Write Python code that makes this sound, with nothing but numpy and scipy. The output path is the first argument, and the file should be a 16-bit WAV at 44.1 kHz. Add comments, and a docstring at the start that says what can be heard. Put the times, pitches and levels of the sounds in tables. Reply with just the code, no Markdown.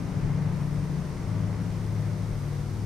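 """A big diesel idles near 800 rpm, slowing slightly, in the steel engine room of a locomotive.
Multiples of the crank rate are summed as sines; they swell and fade as the microphone is carried
through the room's standing waves. Shaped stereo noise makes a low rumble, two soft deep thuds
(perhaps footsteps of whoever carries the microphone), a dense clatter throbbing faintly with the
crank, a humming steel panel, and an airy hiss with three high resonances."""
import sys
import numpy as np
from scipy import signal
from scipy.fft import rfft, irfft, next_fast_len
from scipy.io import wavfile

SR = 44100
rng = np.random.default_rng(int(sys.argv[2]) if len(sys.argv) > 2 else 0)


def master_out(mix):
    """Clip the mix to full scale and print it as 16-bit PCM to the path in sys.argv[1]."""
    frames = np.transpose(np.atleast_2d(mix))
    ceiling = np.clip(frames, -1, 1)
    pcm = np.round(ceiling * 32767).astype(np.int16)
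    wavfile.write(sys.argv[1], SR, pcm)


N = 125685


def from_db(db):
    """Decibels to amplitude gain."""
    return 10 ** (np.asarray(db) / 20)


def rms_one(x):
    """Scale to unit rms."""
    return x / np.sqrt(np.mean(x ** 2) + 1e-20)


def in_time(rows):
    """Interpolate each column of a table, after its seconds, at every sample."""
    seconds, *columns = np.transpose(rows)
    t = np.arange(N) / SR
    return [np.interp(t, seconds, column) for column in columns]


def at_hz(points, hz):
    """Interpolate a table on a log-frequency axis."""
    point_hz, values = np.transpose(points)
    return np.interp(np.log(hz + 1e-6), np.log(point_hz), values)


def pan(db):
    """Left and right gains, db apart (positive: left louder), with mean 1."""
    gains = from_db(np.array([[db], [-db]]) / 2)
    return gains / gains.mean()


def drift(rate_hz):
    """Smooth random motion of rms 1: white noise through two equal low-pass poles at rate_hz."""
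    step = 40  # samples per slow sample
    settle = 2000  # slow samples
    pole = np.exp(-2 * np.pi * rate_hz * step / SR)
    white = rng.standard_normal(N // step + 2 + settle)
    slow = signal.lfilter([1], [1, -2 * pole, pole * pole], white)[settle:]
    return np.interp(np.arange(N) / step, np.arange(len(slow)), rms_one(slow))


def unsteady(depth, rate_hz):
    """Complex gain around 1 that drifts in level and phase."""
    return 1 + depth * (drift(rate_hz) + 1j * drift(rate_hz))


# Left-right correlation of the room noise. Each row: frequency in Hz, correlation (no unit).
ALIKE_BY_HZ = [(30, 0.36), (100, 1), (250, 0.66), (600, .6), (1200, 0.7), (2500, .57), (5500, .46),
               (9000, 0.31), (14000, .1)]


def room_noise(gain_at):
    """Diffuse stereo noise: mid and side weighted by left-right correlation; mid has rms 1."""
    size = next_fast_len(N)
    hz = np.arange(size // 2 + 1) * SR / size
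    alike = np.clip(at_hz(ALIKE_BY_HZ, hz), -.99, .99)
    white = rfft(rng.standard_normal((2, size)))
    spectra = white * gain_at(hz) * np.sqrt([1 + alike, 1 - alike])
    mid, side = irfft(spectra, size)[:, :N]
    return np.array([mid + side, mid - side]) / mid.std()


def broad_noise(colour):
    """Room noise of a tabled spectrum that falls 12 dB per octave beyond the table's end values."""
    low_hz, high_hz = colour[0][0], colour[-1][0]

    def gain_at(hz):
        below = np.minimum(hz / low_hz, 1) ** 2
        above = (high_hz / np.maximum(hz, high_hz)) ** 2
        return from_db(at_hz(colour, hz)) * below * above

    return room_noise(gain_at)


def resonant_noise(centre_hz, half_width_hz):
    """Room noise in one resonance, 6 dB down at half_width_hz either side of its centre."""
    return room_noise(lambda hz: 1 / (1 + ((hz - centre_hz) / half_width_hz) ** 2))


# Hiss spectrum. 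Each row: frequency in Hz, relative level in dB.
HISS_COLOUR = [(1800, -4), (3100, -1.5), (4400, -.5), (5900, 1), (7000, -4.5), (7900, -7), (9300, -6.5),
               (10300, -10.5), (12400, -12), (13700, -19), (15700, -20)]
# High resonances. Each row: centre in Hz, half-width in Hz, level before swell in dB,
# share of the swell (no unit).
WHISTLES = [(8780, 320, -69, 0.36), (11540, 200, -75, 1.0), (14800, 450, -80, .5)]
# Common swell of the whistles. Each row: time in seconds, level change in dB.
WHISTLE_SWELL = [(0, 0), (.36, -12), (.56, 1), (1.2, -2), (1.58, -5), (1.92, 3.5), (2.17, 0), (2.45, 4),
                 (2.85, 0)]
HISS_DB, HISS_PAN_DB = -57, 1.1
HISS_FLUTTER_DB, HISS_FLUTTER_HZ = 0.33, 5


def hiss(path_db):
    """Rushing air: broad noise plus three narrow noise bands that swell together."""
    level_db = HISS_DB + path_db + HISS_FLUTTER_DB * drift(HISS_FLUTTER_HZ)
    out = from_db(level_db) * broad_noise(HISS_COLOUR)
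    swell_db, = in_time(WHISTLE_SWELL)
    for centre_hz, half_width_hz, whistle_db, share in WHISTLES:
        gain = from_db(whistle_db + share * swell_db)
        out = out + gain * resonant_noise(centre_hz, half_width_hz)
    return out * pan(HISS_PAN_DB)


# Panel hum. Each row: time in seconds, level in dB.
PANEL_LEVEL = [(0, -77), (1.1, -58.5), (1.5, -51.5), (1.85, -59.5), (2.17, -54), (2.4, -60.5), (2.85, -67)]
PANEL_HZ, PANEL_HALF_WIDTH_HZ, PANEL_PAN_DB = 591, 31, 1.0


def panel():
    """Sheet steel shaken by the engine: noise in one narrow resonance."""
    level_db, = in_time(PANEL_LEVEL)
    ring = resonant_noise(PANEL_HZ, PANEL_HALF_WIDTH_HZ)
    return from_db(level_db) * ring * pan(PANEL_PAN_DB)


# Rumble spectrum. Each row: frequency in Hz, relative level in dB.
RUMBLE_COLOUR = [(70, -11.5), (88, 1), (112, -7.5), (135, -2.5), (200, -7.5), (260, -12.5), (400, -26.5)]
# Deep noise spectrum. 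Each row: frequency in Hz, relative level in dB.
DEEP_COLOUR = [(14, 0), (25, 7), (42, 2), (62, -1), (95, -25)]
# Deep noise level with its two thuds. Each row: time in seconds, level change in dB.
DEEP_LEVEL = [(0, -4), (.15, 1), (.26, 13), (.38, 0), (.6, 5), (1.25, 0), (1.53, -12), (1.9, 0), (2.15, -7),
              (2.33, 11), (2.5, -7), (2.85, -1)]
RUMBLE_DB, RUMBLE_PAN_DB = -38.5, 5.5
DEEP_DB, DEEP_PAN_DB = -47, 4.5


def rumble(path_db):
    """Low engine rumble, over deep noise with two soft thuds, perhaps the carrier's footsteps."""
    change_db, = in_time(DEEP_LEVEL)
    deep = from_db(DEEP_DB + change_db) * broad_noise(DEEP_COLOUR) * pan(DEEP_PAN_DB)
    low = from_db(RUMBLE_DB + path_db) * broad_noise(RUMBLE_COLOUR) * pan(RUMBLE_PAN_DB)
    return deep + low


# Clatter spectrum. Each row: frequency in Hz, relative level in dB.
CLATTER_COLOUR = [(180, -16), (335, -0.4), (430, -1), (520, -5.5), (700, -7.5), (950, -7.5), (1300, -11.5),
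                  (1650, -15), (2080, -14.5), (2650, -23), (4000, -35)]
# Throb of the clatter. Each row: multiple of the crank rate, modulation depth (both no unit).
THROB = [(2, .035), (2.5, .03), (3, .03), (4, .04), (4.5, .035), (6, .03), (11, .03)]
CLATTER_DB, CLATTER_PAN_DB = -45, 1.0
CLATTER_FLUTTER_DB, CLATTER_FLUTTER_HZ = 0.4, 5


def clatter(angle_rad, path_db):
    """Combustion and valve gear, smeared by steel walls into noise modulated at crank multiples."""
    throb = 0
    for order, depth in THROB:
        throb = throb + depth * np.cos(order * angle_rad + 2 * np.pi * rng.random())
    level_db = CLATTER_DB + path_db + CLATTER_FLUTTER_DB * drift(CLATTER_FLUTTER_HZ)
    return from_db(level_db) * (1 + throb) * broad_noise(CLATTER_COLOUR) * pan(CLATTER_PAN_DB)


SMEAR_RAD = .56  # room's phase lag, per order squared


def smeared_phase(order, angle_rad):
    """Phase of a crank multiple; lag growing with order squared spreads each turn in time."""
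    return order * angle_rad - SMEAR_RAD * order ** 2


# Weaker partials. Each row: multiple of the crank rate (no unit), level before trim in dB.
WEAK_ORDERS = [(3, -50), (4, -45.5), (5, -46.5), (6, -48.5), (6.5, -62), (7, -48.5), (9, -51.5), (15, -48),
               (18, -54), (19, -53.5), (25, -59), (26, -58), (27, -57), (29, -59.5), (30, -64.5),
               (32, -62.5), (33, -60.5), (37, -58), (45, -63.5)]
WEAK_TRIM_DB, WEAK_PAN_DB = -1.25, 4.2
WEAK_WANDER, WEAK_WANDER_HZ = .35, 0.57


def overtones(angle_rad):
    """Weaker multiples and half multiples, wandering slowly in level and phase."""
    out = 0
    for order, level_db in WEAK_ORDERS:
        wander = unsteady(WEAK_WANDER, WEAK_WANDER_HZ)
        tone = np.real(wander * np.exp(1j * smeared_phase(order, angle_rad)))
        out = out + from_db(level_db + WEAK_TRIM_DB) * rms_one(tone)
    return out * pan(WEAK_PAN_DB)


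# Strong partials. Each entry: multiple of the crank rate (no unit).
DRONE_ORDERS = (8, 11, 12, 13, 14, 21)
# Their levels along the microphone's path. Each row: time in seconds, then six levels
# before trim in dB, in the order of DRONE_ORDERS.
DRONE_LEVELS = [(0, -33.5, -49, -55, -36.5, -51, -45), (0.1, -40.2, -35.5, -60, -40, -40, -44),
                (0.22, -34.5, -30.4, -61, -38, -43.3, -44), (0.38, -33, -26, -53, -34.5, -57, -55),
                (0.52, -32.5, -31.5, -60, -34.5, -53, -54.9), (0.65, -43, -29, -55, -39, -45, -48.5),
                (0.8, -33.5, -31.5, -60, -35.5, -39, -44), (1.0, -55, -31, -53, -35, -54, -53),
                (1.15, -43, -39.3, -72, -39, -45.5, -51), (1.3, -30, -40, -35.5, -49, -39, -49.2),
                (1.45, -29, -44, -35, -51, -36.5, -46.5), (1.6, -33.5, -37.5, -46, -34.5, -41, -44.5),
                (1.8, -32.4, -40, -48, -37.5, -50, -60), (2.0, -29, -32.5, -36.5, -44.5, -41.5, -52.5),
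                (2.25, -32, -39.5, -38.5, -51, -37, -52), (2.5, -36.5, -32, -55, -64, -51, -58.0),
                (2.65, -34, -33, -47, -60, -71, -64), (2.85, -32, -47, -49, -36.5, -51, -51)]
DRONE_TRIM_DB, DRONE_PAN_DB = -0.55, 5.5
DRONE_ROUGH, DRONE_ROUGH_HZ = 0.054, 10.7
DRONE_WANDER_RAD, DRONE_WANDER_HZ = 0.48, .4


def drone(angle_rad):
    """Strong crank multiples in standing waves: slow phase wander, slight fast unevenness."""
    out = 0
    for order, level_db in zip(DRONE_ORDERS, in_time(DRONE_LEVELS)):
        uneven = unsteady(DRONE_ROUGH, DRONE_ROUGH_HZ)
        phase = smeared_phase(order, angle_rad) + DRONE_WANDER_RAD * drift(DRONE_WANDER_HZ)
        out = out + from_db(level_db + DRONE_TRIM_DB) * np.real(uneven * np.exp(1j * phase))
    return np.sqrt(2) * out * pan(DRONE_PAN_DB)  # sqrt(2): peak to rms levels


# Crank speed. Each row: time in seconds, speed in turns per second.
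CRANK_SPEED = [(0, 13.39), (.7, 13.37), (1.2, 13.29), (2.0, 13.28), (2.5, 13.17), (2.85, 13.2)]
# Level change along the microphone's path. Each row: time in seconds, rumble in dB,
# clatter in dB, hiss in dB.
PATH_LEVELS = [(0, 4, 0, 0.3), (.45, 3.5, 2, -0.3), (.8, .3, -0.1, 0.5), (1.4, 0, .5, 0.2),
               (2.0, -2, -0.6, 0.2), (2.55, -5.5, -0.7, 0.6), (2.85, 2.5, -2, 0.3)]


def scene():
    """Crank angle drives drone, overtones and clatter; hiss, panel and rumble fill the room."""
    turns_per_s, = in_time(CRANK_SPEED)
    angle_rad = 2 * np.pi * np.cumsum(turns_per_s) / SR
    rumble_db, clatter_db, hiss_db = in_time(PATH_LEVELS)
    room = hiss(hiss_db) + panel() + rumble(rumble_db)
    return room + clatter(angle_rad, clatter_db) + overtones(angle_rad) + drone(angle_rad)


CUTOFF_HZ, RIPPLE_DB, STOP_DB = 15700, .1, 80


def record(dry):
    """Steep elliptic low-pass."""
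    sos = signal.ellip(12, RIPPLE_DB, STOP_DB, CUTOFF_HZ, fs=SR, output="sos")
    return signal.sosfilt(sos, dry)


dry = scene()
out = record(dry)
master_out(out)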